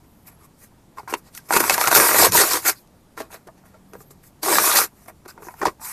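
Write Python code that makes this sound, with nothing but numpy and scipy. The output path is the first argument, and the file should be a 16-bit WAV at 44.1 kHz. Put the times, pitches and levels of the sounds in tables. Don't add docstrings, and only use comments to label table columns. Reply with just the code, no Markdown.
import sys
import numpy as np
from scipy import signal
from scipy.io import wavfile
from scipy.ndimage import uniform_filter1d

SR = 44100
rng = np.random.default_rng(int(sys.argv[2]) if len(sys.argv) > 2 else 0)


def to_linear_factor(level_db):
    exponent = np.asarray(level_db, float) / 20
    return 10 ** exponent


def pcm_store(signal):
    levels = np.round(np.clip(np.atleast_2d(signal), -1, 1) * 32767)
    wavfile.write(sys.argv[1], SR, levels.astype(np.int16).T)


N = 261468

# freq_hz, density_db
FIBRE_SPECTRUM = [(1500, -24.5), (3150, -14.5), (3800, -7.5), (4600, -4), (7000, -1.5), (10000, -2),
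                  (13200, 0.5), (14100, -2)]
# freq_hz, density_db
SHEET_SPECTRUM = [(100, -37.5), (210, -18.5), (350, -4.5), (440, -6), (570, -5.5), (740, -9), (1050, -5),
                  (2520, -15), (2950, -24.5), (6000, -42)]
# time_s, effort_db
PULLS = [
    [(1.482, -57.5), (1.492, -41), (1.52, -24.5), (1.534, -21.5), (1.548, -22), (1.566, -14),
     (1.592, -26.5), (1.605, -15.5), (1.625, -27)],
    [(1.625, -27.5), (1.68, -24), (1.7, -25.5), (1.738, -17.5), (1.76, -29)],
    [(1.76, -30), (1.8, -29.5), (1.812, -21.5), (1.835, -25), (1.868, -25), (1.884, -18.5), (1.9, -32),
     (1.914, -20), (1.94, -18)],
    [(1.94, -19.5), (1.952, -12), (1.975, -11), (1.988, -15), (2.12, -19.5), (2.175, -16.5), (2.19, -12.5),
     (2.262, -14), (2.304, -36)],
    [(2.31, -41), (2.324, -22.5), (2.36, -13), (2.415, -13), (2.455, -23)],
    [(2.455, -22), (2.5, -24), (2.515, -19.5), (2.574, -21.5), (2.62, -43)],
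    [(2.62, -41), (2.645, -32), (2.658, -20.5), (2.685, -16), (2.698, -17.5), (2.711, -29.5), (2.733, -41),
     (2.742, -51.5), (2.85, -69)],
]
# time_s, effort_db
LATER_PULLS = [
    [(4.41, -77.5), (4.432, -25.5), (4.476, -23.5), (4.542, -17.5), (4.575, -18.5), (4.59, -19.5),
     (4.62, -19.5)],
    [(4.62, -19.5), (4.662, -15), (4.72, -20), (4.778, -12.5), (4.838, -22.5), (4.856, -32), (4.9, -66)],
    [(5.79, -66), (5.815, -43.5), (5.835, -38), (5.852, -31.5), (5.929, -34)],
]
# boom_db (re hiss), deep_db, thin_db, dull_hiss_db
PULL_SHEETS = [(1.5, -3, -0.5, -5.5), (1.5, -5.5, -1, -0.5), (6.5, -11.5, -4, 2), (0, -0.5, -0.5, 0.35),
               (-0.5, -3, -1.5, 1), (-2.5, -4.5, -0.5, 2.5), (-4.5, -4, 4.5, 0), (-1, -0.5, -1.5, 1.5),
               (-2.5, -8.5, 0, -3), (-10, -36, 4.5, -15)]
# peak_s, effort_db, rise_s, fall_s, boom_db (re hiss)
BRUSHES = [(.042, -62, .015, .03, 6), (.276, -45, 0.033, 0.063, -2.5), (.325, -59.5, .06, 0.034, 1),
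           (.452, -52.5, 0.096, 0.03, -3), (.638, -46, 0.098, 0.064, -9), (1.1, -36.5, 0.019, 0.12, 3),
           (1.185, -46, 0.069, 0.033, -7.5), (1.47, -51.5, 0.088, 0.068, -12),
           (1.38, -37, 0.075, 0.021, -10), (3.31, -51.5, 0.016, 0.14, 4), (3.34, -41.5, 0.058, 0.064, 3.5),
           (3.658, -56.5, 0.023, 0.12, 0), (4.02, -50.5, 0.096, 0.047, -14),
           (4.112, -46.5, 0.018, 0.034, -14.5), (4.238, -50.5, 0.019, 0.11, -7.5),
           (4.268, -49.5, 0.073, 0.052, -15), (5.04, -56, 0.28, 0.15, -4.5), (5.082, -41, 0.012, 0.044, 6),
           (5.281, -43, 0.008, 0.089, -5), (5.305, -44, 0.03, 0.024, -7), (5.438, -48.5, 0.069, 0.3, -3),
           (5.598, -45, 0.07, 0.066, -0.5)]
# peak_s, effort_db, rise_s, fall_s, boom_db (re hiss)
GRIPS = [(.41, -66, .05, .06, 10), (.978, -55.5, 0.029, 0.13, 10.5), (1.08, -46, 0.0089, .05, -10),
         (1.278, -55, 0.088, 0.049, 4.5), (1.348, -47, 0.036, 0.14, -5), (3.178, -43.5, 0.017, 0.12, 10),
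         (3.205, -40, 0.044, 0.048, 10), (3.474, -52.5, 0.0089, 0.026, 16), (3.58, -64, .04, 0.052, 5.5),
         (3.75, -69, 0.17, 0.088, 11), (3.94, -62.5, 0.032, 0.063, 19.5), (5.258, -54, .015, 0.02, 15),
         (5.385, -69.5, 0.06, 0.23, 20.5)]
# peak_s, effort_db, rise_s, fall_s, boom_db (re hiss)
SLAPS = [
    (1.142, -36, 0.024, 0.025, 8),
    (5.618, -44.5, 0.015, 0.11, 13),
    (5.664, -31, 0.026, 0.045, 10),
]
# fine_db (share of hiss), deep_db, thin_db, dull_hiss_db
BRUSH_TONE = (-1.16, -3.5, 1, -10)
GRIP_TONE = (-2.5, -5.5, 0, 5.5)
SLAP_TONE = (-29, 4.5, 5.5, 6)
# time_s, peak_db, ring_hz, crack_db (re peak), t60_s
HANDLED_CREASES = [(.28, -41, 986, -3, 0.063), (.971, -27, 1080, -10, 0.06), (.982, -20.5, 1010, -12, 0.1),
                   (1.075, -17, 970, -29, 0.053), (1.083, -21.5, 1040, -14, 0.098),
                   (1.124, -9, 370, -17, 0.017), (1.137, -3.5, 1025, -9, 0.021),
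                   (1.138, -8.5, 2700, -32, 0.007), (1.349, -35.5, 1430, 9, 0.088),
                   (1.3745, -29.5, 2060, 7.5, .03), (1.375, -24, 2560, -20, 0.013),
                   (3.175, -16.5, 1353, -31.5, 0.053), (3.202, -15, 650, -21, 0.096),
                   (3.341, -24, 658, -6, 0.076), (3.485, -24.5, 652, -28, 0.058),
                   (3.637, -39, 687, -20.5, 0.07), (3.742, -36, 1350, -28, 0.1),
                   (3.933, -23, 393, -10, 0.054), (4.004, -30.5, 420, -7.5, .04),
                   (4.106, -35, 398, -2, 0.063)]
# time_s, peak_db, ring_hz, crack_db (re peak)
TORN_CREASES = [(1.506, 2, 905, -20), (1.525, -5.5, 1430, -13.5), (1.534, -5, 1040, 3),
                (1.5634, -3.5, 920, -7), (1.598, -14, 1516, 0), (1.638, -4.5, 930, -6),
                (1.6953, 1.5, 800, 2.5), (1.696, -2.5, 2590, -21.5), (1.704, -5, 590, -1.5),
                (1.741, -6.5, 1640, 1), (1.778, -2.5, 935, -7), (1.8103, -0.5, 957, -6.5),
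                (1.838, -1.5, 1310, -9), (1.872, 4, 1430, -5), (1.879, 0.5, 1000, -17),
                (1.9124, -1.5, 1060, -4), (1.948, 0, 1410, -3), (1.958, 0, 1440, -0.5),
                (1.972, -3.5, 1110, -3.5), (1.998, 5.5, 1106, -6), (2.184, -5, 845, -5),
                (2.374, 0, 1940, -17.5), (2.411, -3.5, 1230, -2), (2.532, -10, 1357, -18),
                (2.692, -12, 888, -4), (4.433, -28.5, 1070, -1.5), (4.459, -8.5, 640, -16.5),
                (4.482, -2.5, 835, -13.5), (4.5537, -2, 1690, -19), (4.583, 5.5, 1170, -8),
                (4.585, -9, 2420, -22.5), (4.786, 3, 1310, -10.5)]
# time_s, peak_db, ring_hz, crack_db (re peak), t60_s
FOLDED_CREASES = [(5.058, -35.5, 687, -6, .05), (5.082, -32, 700, -22, 0.047),
                  (5.258, -24, 372, -31, 0.063), (5.285, -29.5, 1520, -14, 0.1),
                  (5.376, -24, 915, -23, 0.023), (5.421, -26, 425, -12, 0.056),
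                  (5.427, -27.5, 1120, -15, 0.031), (5.468, -22.5, 365, -21, 0.07),
                  (5.484, -17.5, 980, -21, 0.025), (5.5056, -31.5, 1020, -9, 0.11),
                  (5.539, -25.5, 900, -15, 0.03), (5.614, -7, 1055, -18, 0.053),
                  (5.627, -7.5, 381, -17, 0.13), (5.653, 0.5, 890, -20, 0.016),
                  (5.667, -8, 391, -10.5, 0.072), (5.68, -6, 1047, -33, 0.024),
                  (5.796, -30, 877, -19, 0.07)]
# time_s, peak_db, ring_hz
POPS = [(1.031, -33, 400), (1.3867, -32, 1580), (1.6775, -11, 1075), (1.7324, -16, 875),
        (1.859, -6.5, 1410), (1.959, -4.5, 890), (2.0841, -13, 1100), (2.1427, -6, 1200),
        (2.197, -5.5, 1660), (2.223, 2, 588), (2.2338, -4, 1020), (2.2655, -1.5, 515), (2.3486, -5.5, 960),
        (2.3864, -4, 1510), (2.4348, -4, 1270), (2.508, -12, 1040), (2.538, -14, 1330),
        (2.568, -13.5, 1025), (2.6813, -8.5, 766), (3.303, -31.5, 950), (3.478, -31, 650),
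        (3.654, -37.5, 621), (3.9513, -22, 494), (3.962, -39.5, 400), (4.4988, -8.5, 1087),
        (4.638, -4, 1070), (4.658, -11, 1130), (4.714, -5.5, 1223), (5.095, -27.5, 660),
        (5.251, -33.5, 1010), (5.3799, -37, 970), (5.4483, -30.5, 765), (5.492, -28, 880),
        (5.6313, -8, 845), (5.657, -11, 1120), (5.691, -24, 995), (5.814, -27.5, 885)]
# freq_hz, density_db
TICK_SPECTRUM = [(500, -28.5), (1500, -3.5), (2600, -1.5), (3300, -9.5), (5500, -0.5), (8000, -6.5),
                 (14000, -23.5)]
# time_s, peak_db, pitch_hz
SPLITS = [(.987, -54, 4850), (.9935, -46, 4820), (1.0975, -39, 8700), (1.139, -22, 6800),
          (1.3495, -30, 9000), (1.489, -34.5, 7000), (1.525, -13, 7200), (1.572, -8, 6000),
          (1.7055, -11, 5276), (1.743, -13.5, 7880), (1.806, -17, 4800), (1.838, -14.5, 8420),
          (1.856, -15, 8000), (1.8793, -12, 6620), (1.95, -11, 6820), (1.9672, -9, 5294),
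          (1.971, -4.5, 6400), (2.01, -13.5, 7800), (2.235, -8.5, 4810), (2.248, -7, 6020),
          (2.257, -11, 4600), (2.321, -9, 7000), (2.534, -10.5, 5400), (2.696, -9, 7000),
          (2.874, -50, 4710), (3.2195, -31, 3720), (3.317, -39, 6500), (4.707, -18, 9000),
          (4.7698, -8.5, 4460), (5.653, -18, 6000), (5.658, -18, 4100), (5.6695, -32, 4200)]
# start_s, end_s, start_hz, end_hz, level_db
PANELS = [(1.508, 1.535, 900, 930, -20), (1.56, 1.62, 395, 334, -26.5), (1.625, 1.655, 937, 900, -25),
          (1.69, 1.73, 591, 534, -28.5), (1.82, 1.87, 560, 590, -36), (1.915, 1.95, 728, 397, -24),
          (1.95, 2.02, 564.4, 600, -25), (2.18, 2.215, 1927, 1690, -22.5), (2.21, 2.27, 556, 1256, -19.5),
          (2.325, 2.37, 1042, 896, -24.5), (2.37, 2.425, 1694, 1953, -20.5), (2.505, 2.58, 990, 985, -30),
          (2.52, 2.58, 466, 522, -30.5), (4.46, 4.51, 846, 1266, -27), (4.46, 4.52, 382, 379, -25),
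          (4.52, 4.6, 601, 586, -26.5), (4.64, 4.72, 955, 1230, -29.5), (4.785, 4.82, 1265, 1326, -22),
          (5.654, 5.664, 1030, 1000, -13), (5.615, 5.63, 1863, 1810, -29.5), (2.66, 2.71, 1390, 1674, -28),
          (5.655, 5.675, 553, 502, -25.5)]
# start_s, end_s, start_hz, end_hz, level_db
THUDS = [(1.51, 1.67, 245, 226, -37.5), (1.7, 1.78, 224, 217, -39), (1.86, 1.9, 130, 120, -37.5),
         (2.2, 2.31, 70, 55, -41), (2.33, 2.42, 189, 60, -39), (2.5, 2.66, 45.2, 90, -54),
         (3.17, 3.24, 325, 243, -48), (4.5, 4.65, 270, 190, -40.5)]
# start_s, end_s, start_hz, end_hz, level_db
POCKETS = [(.97, 1.015, 1060, 837, -38), (.4, 0.47, 1140, 1100, -59.5), (.978, 1.005, 4400, 5100, -51.5),
           (1.085, 1.12, 5600, 5200, -50), (1.124, 1.132, 2700, 2600, -38), (1.142, 1.156, 3900, 2480, -38),
           (1.507, 1.519, 1090, 810, -24.5), (2.752, 2.8, 4900, 4500, -54.5),
           (2.74, 2.835, 10000, 15000, -57), (4.7, 4.745, 4100, 3800, -25.5),
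           (4.75, 4.8, 4600, 4500, -21.5), (5.277, 5.32, 4600, 5000, -49.5), (5.28, 5.315, 8500, 8000, -62),
           (5.43, 5.5, 6600, 5700, -53.5), (0, 0.33, 13000, 12000, -67), (.265, .295, 13300, 12000, -47),
           (3.31, 3.38, 3700, 4200, -54.5), (.61, .66, 2000, 1900, -63), (.27, .295, 2500, 2200, -57),
           (.27, 0.38, 1100, 1090, -71), (3.735, 3.77, 550, 740, -53.5), (5.278, 5.32, 970, 1597, -48.5),
           (5.805, 5.929, 900, 1050, -47.5)]
# peak_s, level_db, rise_s, fall_s
FLAPS = [(1.56, -45.5, 0.16, 1), (1.996, -32.5, 0.15, 0.095), (2.3, -33, .5, 0.25), (4.57, -48, .2, 0.22),
         (4.751, -53, 0.26, .3), (5.672, -36.5, 0.092, 0.047)]
# freq_hz, density_db
ROAR_SPECTRUM = [(20, -6), (70, -1.5), (190, -2), (320, -8), (500, -15), (900, -16), (1500, -24.5),
                 (2500, -29), (6000, -30.5), (14000, -31)]
# start_s, end_s, start_hz, end_hz, level_db
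STEAM = [
    (3.88, 3.948, 11650, 13900, -64),
    (3.94, 4.045, 13900, 12700, -60),
    (4.04, 4.1, 13000, 12500, -61),
]
# start_s, end_s, start_hz, end_hz, level_db
DRAUGHT = [(.3, .43, 11250, 11280, -61), (3.1, 4.15, 188.3, 189.7, -58), (3.9, 4.5, 139.7, 141.3, -59),
           (4.1, 4.5, 189.3, 192, -65), (4.1, 4.22, 11700, 11550, -73.5)]

PULL_FINE_DB = -1.5
SLACK_BOOM_DB_PER_DB = -0.06
DEEP_DB_PER_BOOM_DB, THIN_DB_PER_BOOM_DB = 0.67, -0.32
ARCH_DROP_DB, ARCH_BEND = 33.5, 1.24
TORN_T60_S, TORN_T60_S_PER_DB = 0.021, -0.0033
POP_CRACK_DB, POP_T60_S = -22, 0.039
SPLIT_RISE_S, SPLIT_T60_S = 0.00043, 0.0074
SPLIT_WIDTH, PANEL_WIDTH, POCKET_WIDTH = 0.92, 0.1, 0.28
STEAM_WIDTH, DRAUGHT_WIDTH = 0.03, 0.0027
ROAR_DB = -55.5
MIC_EDGE_HZ = 14150


def tearing():
    hiss = colour(fractures(per_s=14000, spread_db=0.0, clump_db=1.0, clump_s=0.0016), FIBRE_SPECTRUM)
    boom = colour(fractures(per_s=2500, spread_db=2.0, clump_db=1.3, clump_s=0.004), SHEET_SPECTRUM)
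    hiss = patchy(hiss, 2.6, bins=7, frames=7)
    boom = patchy(boom, 2.2, bins=2, frames=7) * hush(depth=0.65, lead_s=0.008)
    deep, rest = halves(boom, 610)
    middle, thin = halves(rest, 1500)
    coarse, fine = halves(hiss, 8690)
    dull, bright = halves(coarse, 4300)
    tables = []
    for time_s, hiss_db, boom_db, fine_db, deep_db, thin_db, dull_db in movements():
        coarse_share = np.clip(1 - to_linear_factor(2 * fine_db), 0.03, 1)
        coarse_db = hiss_db + 10 * np.log10(coarse_share)
        sheet_db = hiss_db + boom_db - 8.5
        tables.append([
            time_s,
            coarse_db + dull_db - 8.5,
            coarse_db - 2.1,
            hiss_db + fine_db + 2.5,
            sheet_db + deep_db,
            sheet_db,
            sheet_db + thin_db + 0.5,
        ])
    return (effort(tables) * [dull, bright, fine, deep, middle, thin]).sum(0)


def movements():
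    for rows, (boom_db, *parts_db) in zip(PULLS + LATER_PULLS, PULL_SHEETS):
        time_s, effort_db = np.transpose(rows)
        slack_db = SLACK_BOOM_DB_PER_DB * np.clip(-21.0 - effort_db, 0, 15)
        yield time_s, effort_db, boom_db + slack_db, PULL_FINE_DB, *parts_db
    for rows, tone in ((BRUSHES, BRUSH_TONE), (GRIPS, GRIP_TONE), (SLAPS, SLAP_TONE)):
        fine_db, deep_db, thin_db, dull_db = tone
        for *shape, boom_db in rows:
            deeper_db = deep_db + DEEP_DB_PER_BOOM_DB * boom_db
            thinner_db = thin_db + THIN_DB_PER_BOOM_DB * boom_db
            yield *arch(*shape), boom_db, fine_db, deeper_db, thinner_db, dull_db


def arch(peak_s, peak_db, rise_s, fall_s):
    u = np.linspace(-2, 2, 33)
    time_s = peak_s + u * np.where(u < 0, rise_s, fall_s)
    return time_s, peak_db - ARCH_DROP_DB * abs(u) ** ARCH_BEND


def effort(tables):
    t, gains = np.arange(0, N, 32) / SR, 0
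    for time_s, *levels_db in tables:
        outside_s = np.maximum(np.maximum(time_s[0] - t, t - time_s[-1]), 0)
        curves_db = [np.interp(t, time_s, db) for db in levels_db] - 1500 * outside_s
        gains = np.maximum(gains, to_linear_factor(np.maximum(curves_db, -150)))
    return np.array([np.interp(np.arange(N) / SR, t, gain) for gain in gains])


def fractures(per_s, spread_db, clump_db, clump_s):
    size = to_linear_factor(spread_db * np.minimum(rng.exponential(1, N), 4.5)) * rng.choice([-1, 1], N)
    clumps = signal.lfilter([1], [1, -np.exp(-1 / (clump_s * SR))], rng.standard_normal(N))
    clumps = evened(uniform_filter1d(clumps, size=40))
    happens = rng.random(N) < per_s / SR
    return size * happens * to_linear_factor(clump_db * clumps)


def patchy(x, patch_db, bins, frames):
    z = signal.stft(x, nperseg=512)[2]
    lumps = uniform_filter1d(rng.standard_normal(z.shape[::-1]), frames, 0)
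    lumps = evened(uniform_filter1d(lumps, bins, 1))
    return signal.istft(z * to_linear_factor(patch_db * lumps.T), nperseg=512)[1][:N]


def hush(depth, lead_s):
    marks = np.zeros(N)
    marks[(np.transpose(creases())[0] * SR).astype(int)] = 1
    dip = np.exp(-np.arange(1500)[::-1] / (lead_s * SR))
    return 1 - np.clip(depth * signal.oaconvolve(marks, dip)[1440:][:N], 0, 0.9)


def creases():
    torn = [(*row, TORN_T60_S + TORN_T60_S_PER_DB * row[1]) for row in TORN_CREASES]
    pops = [(*row, POP_CRACK_DB, POP_T60_S) for row in POPS]
    return HANDLED_CREASES + torn + FOLDED_CREASES + pops


def snaps():
    ring, tick, puff = np.zeros(N), np.zeros(N), np.zeros(N)
    t = np.arange(6000) / SR
    rows = creases()
    chance = rng.random((len(rows), 2, 6))
    noises = rng.standard_normal((len(rows), len(t)))
    for (s, db, hz, crack_db, t60_s), (where, turn), noise in zip(rows, chance, noises):
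        t60_s = np.clip(t60_s, 0.008, 0.085)
        s = s + 0.0012
        u = np.pi * (800 + 0.39 * hz) * (t - 0.0006)
        push = np.sign(turn[0] - 0.5) * (1 - 2 * u ** 2) * np.exp(-u ** 2)

        others_hz = (300 + 0.37 * hz) * 4.3 ** where
        others = np.sin(2 * np.pi * (others_hz[:, None] * t + turn[:, None]))
        modes = np.sin(2 * np.pi * hz * t) + to_linear_factor(read(SHEET_SPECTRUM, others_hz) - 4) @ others
        modes = modes * to_linear_factor(-60 * t / t60_s) * (1 - np.exp(-t / 0.0014))
        add(ring, s, to_linear_factor(db) * (to_linear_factor(-2.0) * push + to_linear_factor(-4.5) * modes / abs(modes).max()))

        add(tick, s, to_linear_factor(db + crack_db - 60 * t / 0.013) * (1 - np.exp(-t / 0.0007)) * noise)
        add(puff, s, to_linear_factor(db + crack_db - 60 * t / (2.0 * t60_s)) * noise[::-1])
    ring = colour(ring, [(60, -46.5), (250, 2.0), (400, -5.0)])
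    tick = colour(tick, TICK_SPECTRUM)
    puff = colour(puff, FIBRE_SPECTRUM)
    return to_linear_factor(-1.0) * ring + to_linear_factor(3.0) * tick + to_linear_factor(-13.5) * puff


def splits():
    out, t = np.zeros(N), np.arange(1200) / SR
    for s, db, hz in SPLITS:
        r = np.exp(-np.pi * SPLIT_WIDTH * hz / SR)
        poles = [1, -2 * r * np.cos(2 * np.pi * hz / SR), r ** 2]
        spit = evened(signal.lfilter([1, 0, -1], poles, rng.standard_normal(len(t))))
        envelope = to_linear_factor(db + 4.0 - 60 * t / SPLIT_T60_S) * (1 - np.exp(-t / SPLIT_RISE_S))
        add(out, s, envelope * spit)
    return out


def whistles(rows, width):
    out = np.zeros(N)
    for start_s, end_s, start_hz, end_hz, db in rows:
        n = round((end_s - start_s) * SR)
        r = np.exp(-np.pi * width * end_hz / SR)
        noise = rng.standard_normal((SR + n, 2)) @ [1, 1j]
        fuzz = signal.lfilter([1], [1, -2 * r, r ** 2], noise)[-n:]
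        turns = np.cumsum(np.linspace(start_hz, end_hz, n)) / SR
        tone = evened((fuzz * np.exp(2j * np.pi * turns)).real)
        add(out, start_s, to_linear_factor(db) * tone * signal.windows.tukey(n, 0.5))
    return out


def wall(x):
    taps = np.zeros(8000)
    taps[np.arange(100, 7900, 20) + rng.integers(0, 20, 390)] = rng.choice([-1., 1.], 390)
    hz, t, z = signal.stft(taps, SR, nperseg=256)
    t60_s = read([(200, 0.089), (1500, 0.085), (10000, 0.011)], hz)[:, None]
    tail = signal.istft(z * to_linear_factor(-60 * t / t60_s), SR, nperseg=256)[1]
    return signal.oaconvolve(x, tail / np.linalg.norm(tail))[:N]


def flapping():
    spectrum = [(20, -22), (60, -8.0), (130, -1.5), (220, -4.5), (400, -21.0), (1000, -65.5)]
    gusts = evened(colour(rng.standard_normal(N), spectrum))
    return to_linear_factor(-1.5) * effort(arch(*row) for row in FLAPS)[0] * gusts


def fire():
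    low, high = halves(colour(rng.standard_normal(N), ROAR_SPECTRUM), 340)
    roar = to_linear_factor(ROAR_DB) * (low + to_linear_factor(-4.0) * patchy(high, 1.1, bins=8, frames=8))
    clicks = fractures(per_s=60, spread_db=3.0, clump_db=2.5, clump_s=0.05)
    ticks = to_linear_factor(-56) * colour(clicks, FIBRE_SPECTRUM)
    return roar + ticks + whistles(STEAM, STEAM_WIDTH) + whistles(DRAUGHT, DRAUGHT_WIDTH)


def evened(x):
    return x / np.sqrt(np.mean(x ** 2) + 1e-20)


def read(points, hz):
    f, value = np.transpose(points)
    return np.interp(np.log(hz + 1), np.log(f + 1), value)


def add(mix, s, sound):
    part = mix[round(s * SR):][:len(sound)]
    part += sound[:len(part)]


def colour(x, points):
    log_gain = np.log(to_linear_factor(read(points, abs(np.fft.fftfreq(4096, 1 / SR)))))
    taps = np.fft.ifft(np.exp(np.conj(signal.hilbert(log_gain)))).real[:2048]
    return signal.oaconvolve(x, taps)[:len(x)]


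def halves(x, hz):
    low = signal.sosfiltfilt(signal.butter(3, hz, fs=SR, output="sos"), x)
    return evened(low), evened(x - low)


def scene():
    panels = to_linear_factor(-2.5) * whistles(PANELS, PANEL_WIDTH)
    thuds = to_linear_factor(-1.5) * whistles(THUDS, POCKET_WIDTH)
    board = tearing() + snaps() + splits() + panels + thuds
    echo = to_linear_factor(-18.5) * wall(board)
    pockets = whistles(POCKETS, POCKET_WIDTH)
    return (board + echo + flapping() + fire() + pockets)[None]


def roll_off(x):
    return signal.sosfilt(signal.butter(12, 15320, fs=SR, output="sos"), x)


def record(dry):
    heard = colour(dry[0], [(2500, 0.27), (3150, -0.77), (3900, -0.64)])
    band_limit = signal.firwin(401, MIC_EDGE_HZ, window=("kaiser", 6), fs=SR)
    limited = signal.oaconvolve(heard, band_limit, "same")
    return roll_off(np.clip(limited, -1, 1)[None])


dry = scene()
out = record(dry)
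pcm_store(out)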